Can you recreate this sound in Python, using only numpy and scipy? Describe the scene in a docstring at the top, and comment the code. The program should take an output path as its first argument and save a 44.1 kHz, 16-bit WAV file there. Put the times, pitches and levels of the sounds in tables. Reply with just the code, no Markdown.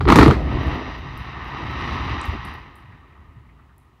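"""A quarry, some way from the blast: a ripple of delayed charges cracks and booms, overloads the
microphone and rolls round the rock walls, while the lifting rock swells deep underneath.
The face collapses in two waves of tumbling stone, with heavy blocks and boulders thudding in it.
A few chips tick close by, and the last stones knock into place over faint open air."""
import sys
import numpy as np
from scipy import signal
from scipy.fft import rfft, irfft, next_fast_len
from scipy.io import wavfile
from scipy.ndimage import uniform_filter1d, map_coordinates

SR = 44100
rng = np.random.default_rng(int(sys.argv[2]) if len(sys.argv) > 2 else 0)


def wav_out(sig):
    """Save sig, one row per channel (or a flat mono array), as 16-bit PCM at SR to the path in sys.argv[1]."""
    wavfile.write(sys.argv[1], SR, np.round(np.clip(np.atleast_2d(sig).T, -1, 1) * 32767).astype(np.int16))


N = 176400
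COLLAPSE_RISE_S = .42  # the face starts to fall under the blast


def amp(db):
    return 10 ** (np.asarray(db) / 20)


def unit(x):
    return x / np.sqrt(np.mean(x ** 2) + 1e-20)


def clock(samples=N):
    return np.arange(samples) / SR


def decay(t, t60_s, hold_s=0):
    """Full level until hold_s, then down 60 dB every t60_s."""
    return amp(-60 * np.maximum(t - hold_s, 0) / t60_s)


def add(track, start_s, sound):
    """Mix a sound in from start_s."""
    i = max(0, round(start_s * SR))
    track[i:i + len(sound)] += sound[:N - i]


def filtered(x, response):
    """x through a frequency response."""
    size = next_fast_len(len(x) + SR // 4)
    return irfft(rfft(x, size) * response(np.fft.rfftfreq(size, 1 / SR)), size)[:len(x)]


def eq_gain(hz, eq):
    """Gain at hz of an EQ curve of (freq_hz, gain_db) points."""
    freq_hz, gain_db = np.transpose(eq)
    return amp(np.interp(np.log(hz + 1), np.log(freq_hz), gain_db))


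def colour(x, eq):
    """x through an EQ curve, at rms 1."""
    return unit(filtered(x, lambda hz: eq_gain(hz, eq)))


def band(x, pitch_hz, width_oct):
    """x narrowed to a band round a pitch, at rms 1."""
    return unit(filtered(x, lambda hz: np.exp(-.5 * (np.log2((hz + 1) / pitch_hz) / width_oct) ** 2)))


def wobble(per_s):
    """A smooth random curve through per_s points a second."""
    return map_coordinates(rng.standard_normal(400), [clock() * per_s], mode="mirror")


def steadied(x, window):
    """x with its power evened out over a window of samples."""
    return x / np.sqrt(np.abs(uniform_filter1d(x * x, window)) + 1e-6)


def steady_noise(samples, eq, window):
    """Coloured noise at an even level."""
    return steadied(colour(rng.standard_normal(samples), eq), window)


def impacts(per_s, spread_db):
    """A random hail of impulses of mixed size."""
    hits = rng.random(N) < per_s / SR
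    size = amp(spread_db * np.minimum(rng.standard_normal(N), 2))
    return hits * size * rng.choice([-1, 1], N)


def open_air():
    """A faint, steady bed of outdoor air."""
    # tone of the air: freq_hz, gain_db
    air_eq = [(30, -5.5), (70, 4), (200, -4.5), (400, -4), (580, -20), (900, -7.5), (1280, -7.5),
              (1550, -23.5), (1950, -20), (3000, -19.5), (5000, -29.5), (8000, -33.5), (15000, -36)]
    return amp(-61.5) * colour(rng.standard_normal(N), air_eq)


def pressure_pulse(eq):
    """A sudden pressure pulse of peak 1 with the given spectrum."""
    cepstrum = irfft(np.log(eq_gain(np.fft.rfftfreq(4096, 1 / SR), eq)))
    fold = 1 + np.sign(np.fft.fftfreq(len(cepstrum)))  # minimum phase packs the energy into the attack
    pulse = irfft(np.exp(rfft(cepstrum * fold)))
    return pulse / np.abs(pulse).max()


def blast():
    """Each charge gives a pressure front, a crack of close reflections, wall scatter, snap and boom."""
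    # the firing sequence: start_s, crack_db, boom_db, snap_db
    charges = [(.0085, -12.5, -22, -54), (.054, -16.5, -13, -70.5), (0.073, -13.5, -14, -72.5),
               (.079, -6, -10.5, -61.5), (0.0859, 1.5, -12, -35), (0.0929, -4, -8, -38.5),
               (0.101, 2, -10, -29.5), (.118, -6.5, -10, -39.5), (0.123, 4, -9, -28),
               (0.153, -9.5, -10, -53.5), (0.1582, 1.5, -7, -21.5), (0.1663, -7, -14, -29.5),
               (.176, -12, -11, -29.5), (0.1866, 4, -3.5, -30.5), (.192, 1.5, -11, -25.5),
               (.211, -0.5, -8, -41.5), (0.218, -8, -7.5, -39), (.2265, 0, -10.5, -35), (0.231, 2, -8, -29),
               (.261, -4, -2.5, -36), (0.28, -7.5, -2.5, -36), (.303, -8.5, -10, -60.5),
               (0.3102, -4, -9.5, -38.5)]
    # tone of the direct pressure front: freq_hz, gain_db
    front_eq = [(60, -19.5), (300, -14.5), (560, -9.5), (950, 2.5), (1250, -1.5), (1600, -13.5),
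                (1900, -3.5), (2600, -16.5), (4100, -23.5), (5500, -42.5), (8000, -59.5), (16000, -83.5)]
    # tone of its close reflections: freq_hz, gain_db
    crack_eq = [(60, -22), (300, 3), (560, -14.5), (950, 3.5), (1250, 7), (1600, -6), (1900, -7),
                (2600, -12.5), (3400, -16.5), (4100, -14), (5200, -26), (7500, -45), (12000, -52.5),
                (16000, -61.5)]
    # tone of the scatter from the rock walls: freq_hz, gain_db
    walls_eq = [(100, -18), (300, -6), (560, -3.5), (950, -1), (1250, -1.5), (1600, -7.5), (1900, -5.5),
                (2600, -13), (3400, -15.5), (4100, -16), (5200, -24), (7500, -37.5), (12000, -53),
                (16000, -62.5)]
    # treble of a strong front's steep edge: freq_hz, gain_db
    snap_eq = [(1500, -21), (4000, 8), (8000, -3), (12000, -6.5), (16000, -17)]
    # low body of a charge: freq_hz, gain_db
    boom_eq = [(20, -43), (33, -24.5), (48, -4), (78, 5), (102, -7.5), (135, 1.5), (190, -6), (250, 2.5),
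               (310, 0), (400, -0.5), (540, -17.5), (900, -32), (2000, -54.5), (6000, -88.5)]
    out, t = np.zeros(N), clock(SR // 2)
    walls_rise_s, boom_rise_s = .0069, .0017
    crack_env = amp(-7.5) * decay(t, t60_s=.033)
    walls_env = amp(-20.5) * (1 - np.exp(-t / walls_rise_s)) * decay(t, t60_s=.28)
    spray_env = amp(-12) * decay(t, t60_s=.23)  # the snap scatters off the rubble
    snap_env = amp(3) * (decay(t, t60_s=.01) + spray_env)
    boom_env = (1 - np.exp(-t / boom_rise_s)) * decay(t, t60_s=.09, hold_s=.006)
    front, echo = amp(-2) * pressure_pulse(front_eq), pressure_pulse(crack_eq)
    for start_s, crack_db, boom_db, snap_db in charges:
        crack = signal.fftconvolve(rng.standard_normal(len(t)) * crack_env, echo)
        crack *= np.linalg.norm(crack_env) / np.linalg.norm(crack)
        add(out, start_s, amp(crack_db) * front)
        add(out, start_s, amp(crack_db) * crack)
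        add(out, start_s, amp(crack_db) * steady_noise(len(t), walls_eq, window=600) * walls_env)
        add(out, start_s, amp(snap_db) * steady_noise(len(t), snap_eq, window=600) * snap_env)
        add(out, start_s, amp(boom_db) * steady_noise(len(t), boom_eq, window=900) * boom_env)
    return out


def heave():
    """The rock mass lifts under the charges with a deep swell."""
    t = clock()
    start_s, rise_s = .041, .025
    swell = np.clip((t - start_s) / rise_s, 0, 1) * decay(t, t60_s=.16, hold_s=.22)
    sub = band(rng.standard_normal(N), pitch_hz=62, width_oct=.25)
    return amp(-19.5) * swell * steadied(sub, window=1500)


def ledges(x):
    """x with early reflections from the ledges round the slide."""
    echoes, spread_s = 12, .03
    response = np.zeros(SR // 4)
    response[0] = 1
    for delay_s, gain in zip(spread_s * rng.random(echoes), unit(rng.standard_normal(echoes))):
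        add(response, delay_s, np.array([gain * amp(-13.5) / np.sqrt(echoes)]))
    return signal.fftconvolve(x, response)[:N]


def rockfall():
    """Countless stones and their grit collide, heard directly and off the ground; sand patters closer."""
    # the two waves of the slide: time_s, stone_db, treble_db
    slide = [(0.38, -36, -51.5), (0.45, -37, -50.5), (0.51, -33, -47.5), (0.71, -29.5, -43.5),
             (0.95, -36, -47.5), (1.01, -39.5, -50.5), (1.38, -35, -51), (1.91, -29, -40.5),
             (2.19, -29.5, -42.5), (2.41, -34.5, -49.5), (2.48, -34.5, -48.5), (2.69, -47, -63),
             (3.12, -55, -75.5), (4.0, -65.5, -90)]
    # clatter of tumbling stone: freq_hz, gain_db
    stone_eq = [(200, -30.5), (450, -18), (600, -20), (720, -3), (950, 2.5), (1290, 5.5), (1410, -3),
                (1530, 1.5), (1650, -6), (1850, 1.5), (2250, -6), (2500, -4), (2900, -13), (3300, -18.5),
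                (4200, -29), (6500, -55), (9000, -100)]
    # crunch of grit: freq_hz, gain_db
    grit_eq = [(1000, -33), (2500, -1), (3800, 1.5), (4500, -5.5), (5600, -9), (6400, -16), (7000, -34.5),
               (9000, -44.5), (16000, -60)]
    # fizz of sand: freq_hz, gain_db
    sand_eq = [(4000, -29), (7500, -1.5), (11500, 0), (13500, -7), (16000, -14)]
    t = clock()
    time_s, stone_db, treble_db = np.transpose(slide)
    bounce_gain, bounce_s = .34, .0010294  # off the quarry floor
    flutter = amp(.36 * (wobble(per_s=18) + wobble(per_s=60)))
    hail = ledges(impacts(per_s=4500, spread_db=1.5))
    hail = filtered(hail, lambda hz: 1 + bounce_gain * np.exp(-2j * np.pi * hz * bounce_s))
    stone = amp(-1) * colour(hail, stone_eq) * amp(np.interp(t, time_s, stone_db))
    grit = amp(-2) * colour(hail, grit_eq)
    sand_level = amp(-31.5 + 1.5 * wobble(per_s=9))
    sand = sand_level * colour(impacts(per_s=450, spread_db=4), sand_eq)
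    treble = (grit + sand) * amp(np.interp(t, time_s, treble_db))
    return (stone + treble) * flutter * np.clip(t / COLLAPSE_RISE_S, 0, 1) ** 2


def collapse():
    """Heavy blocks knock together over the rumble of the ground."""
    # weight of the fall: time_s, rumble_db, blocks_db
    weight = [(0.36, -19.5, -28), (0.7, -24, -28), (0.85, -37.5, -34.5), (0.89, -26.5, -35),
              (0.91, -34, -39), (1.22, -31, -46.5), (1.25, -36, -44), (1.53, -34, -43), (1.61, -39, -35),
              (1.65, -28, -37), (1.84, -30.5, -36.5), (1.91, -26.5, -33), (1.99, -27, -35.5),
              (2.13, -26, -35.5), (2.26, -37.5, -36.5), (2.29, -28, -42.5), (2.35, -30.5, -33.5),
              (2.39, -33.5, -51), (2.47, -33.5, -42.5), (2.74, -49, -56), (2.88, -43, -58.5),
              (3.07, -50.5, -58), (3.31, -45, -61), (4.0, -56, -68)]
    # tone of the shaking ground: freq_hz, gain_db
    rumble_eq = [(15, -39.5), (30, -22), (48, -6), (76, 1.5), (100, -9.5), (130, -5), (180, -14.5),
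                 (280, -29), (800, -75)]
    # dull knock of the blocks: freq_hz, gain_db
    blocks_eq = [(80, -25.5), (180, -5), (260, 4), (380, -1), (520, -10), (700, -6), (1100, -29.5),
                 (3000, -67.5)]
    t = clock()
    time_s, rumble_db, blocks_db = np.transpose(weight)
    rumble = amp(-1) * steady_noise(N, rumble_eq, window=4000) * amp(np.interp(t, time_s, rumble_db))
    blocks = colour(impacts(per_s=500, spread_db=-.5), blocks_eq) * amp(np.interp(t, time_s, blocks_db))
    return rumble + blocks * np.clip(t / COLLAPSE_RISE_S, 0, 1)


def boulders():
    """Each big rock lands with a few low swings of the ground."""
    # boulder landings: start_s, level_db, pitch_hz
    landings = [(0.403, -13, 60), (0.532, -11.5, 47.6), (0.666, -13, 70), (0.717, -16, 77),
                (1.147, -21, 61.3), (1.618, -26, 121), (2.105, -17, 114.4), (2.277, -14, 74),
                (2.335, -30.5, 236), (2.885, -35, 85.5), (3.178, -37, 79), (3.36, -33, 116.4)]
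    out, t = np.zeros(N), clock(SR // 2)
    rise_s = .014
    thud_env = np.minimum(t / rise_s, 1) * decay(t, t60_s=.061, hold_s=rise_s)
    for start_s, level_db, pitch_hz in landings:
        add(out, start_s, amp(level_db) * thud_env * np.sin(2 * np.pi * pitch_hz * t))
    return out


def chips():
    """Small chips tick near the microphone and skitter briefly."""
    # chip landings: start_s, level_db, pitch_hz
    landings = [(.634, -50, 13500), (.671, -47.5, 11500), (.747, -52, 13000), (.985, -53, 14000),
                (1.176, -42.5, 11000), (1.445, -52, 12000), (1.482, -56, 12000), (1.584, -58, 8000),
                (1.71, -52, 13500), (1.80, -54, 9000), (1.95, -57, 11000), (2.096, -59, 9500),
                (2.214, -33.5, 7000), (2.256, -39, 12000), (2.451, -39.5, 10000), (2.539, -48, 12000),
                (2.756, -47, 10500), (3.781, -49, 10200)]
    out, t = np.zeros(N), clock(SR // 4)
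    width_oct, trim_db = .32, -3
    for start_s, level_db, pitch_hz in landings:
        tick = band(rng.standard_normal(len(t)), pitch_hz, width_oct) * decay(t, t60_s=.011)
        bounces = impacts(per_s=690, spread_db=1.5)[:len(t)]
        skitter = amp(-17.5) * band(bounces, pitch_hz, width_oct) * decay(t, t60_s=.3)
        add(out, start_s, amp(level_db + trim_db) * (tick + skitter))
    return out


def settling_stones():
    """The last stones knock into place as the pile settles."""
    # single knocks: start_s, level_db, pitch_hz
    knocks = [(2.58, -54, 1100), (2.83, -54, 910), (2.925, -47.5, 1910), (3.125, -59, 1940),
              (3.16, -51.5, 990), (3.21, -59.5, 1300), (3.49, -59, 2050), (3.59, -50.5, 1200),
              (3.695, -53.5, 1330)]
    out, t = np.zeros(N), clock(SR // 4)
    for start_s, level_db, pitch_hz in knocks:
        knock = band(rng.standard_normal(len(t)), pitch_hz, width_oct=.3) * decay(t, t60_s=.13)
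        add(out, start_s, amp(level_db) * knock)
    return out


def scene():
    """Open air, the blast and the fall of rock that follows, in mono."""
    mix = open_air() + blast() + heave() + rockfall() + collapse()
    return (mix + boulders() + settling_stones() + chips())[None]


def record(dry):
    """The microphone loses the deepest bass, clips on the charges and drops the highest treble."""
    low_cut_hz, top_hz, drive_db, knee = 33, 15700, -.5, 9
    low_cut = signal.butter(4, low_cut_hz, "highpass", fs=SR, output="sos")
    driven = signal.sosfilt(low_cut, dry[0]) * amp(drive_db)
    clipped = driven / (1 + np.abs(driven) ** knee) ** (1 / knee)
    return filtered(clipped, lambda hz: hz < top_hz)[None]


dry = scene()
out = record(dry)
wav_out(out)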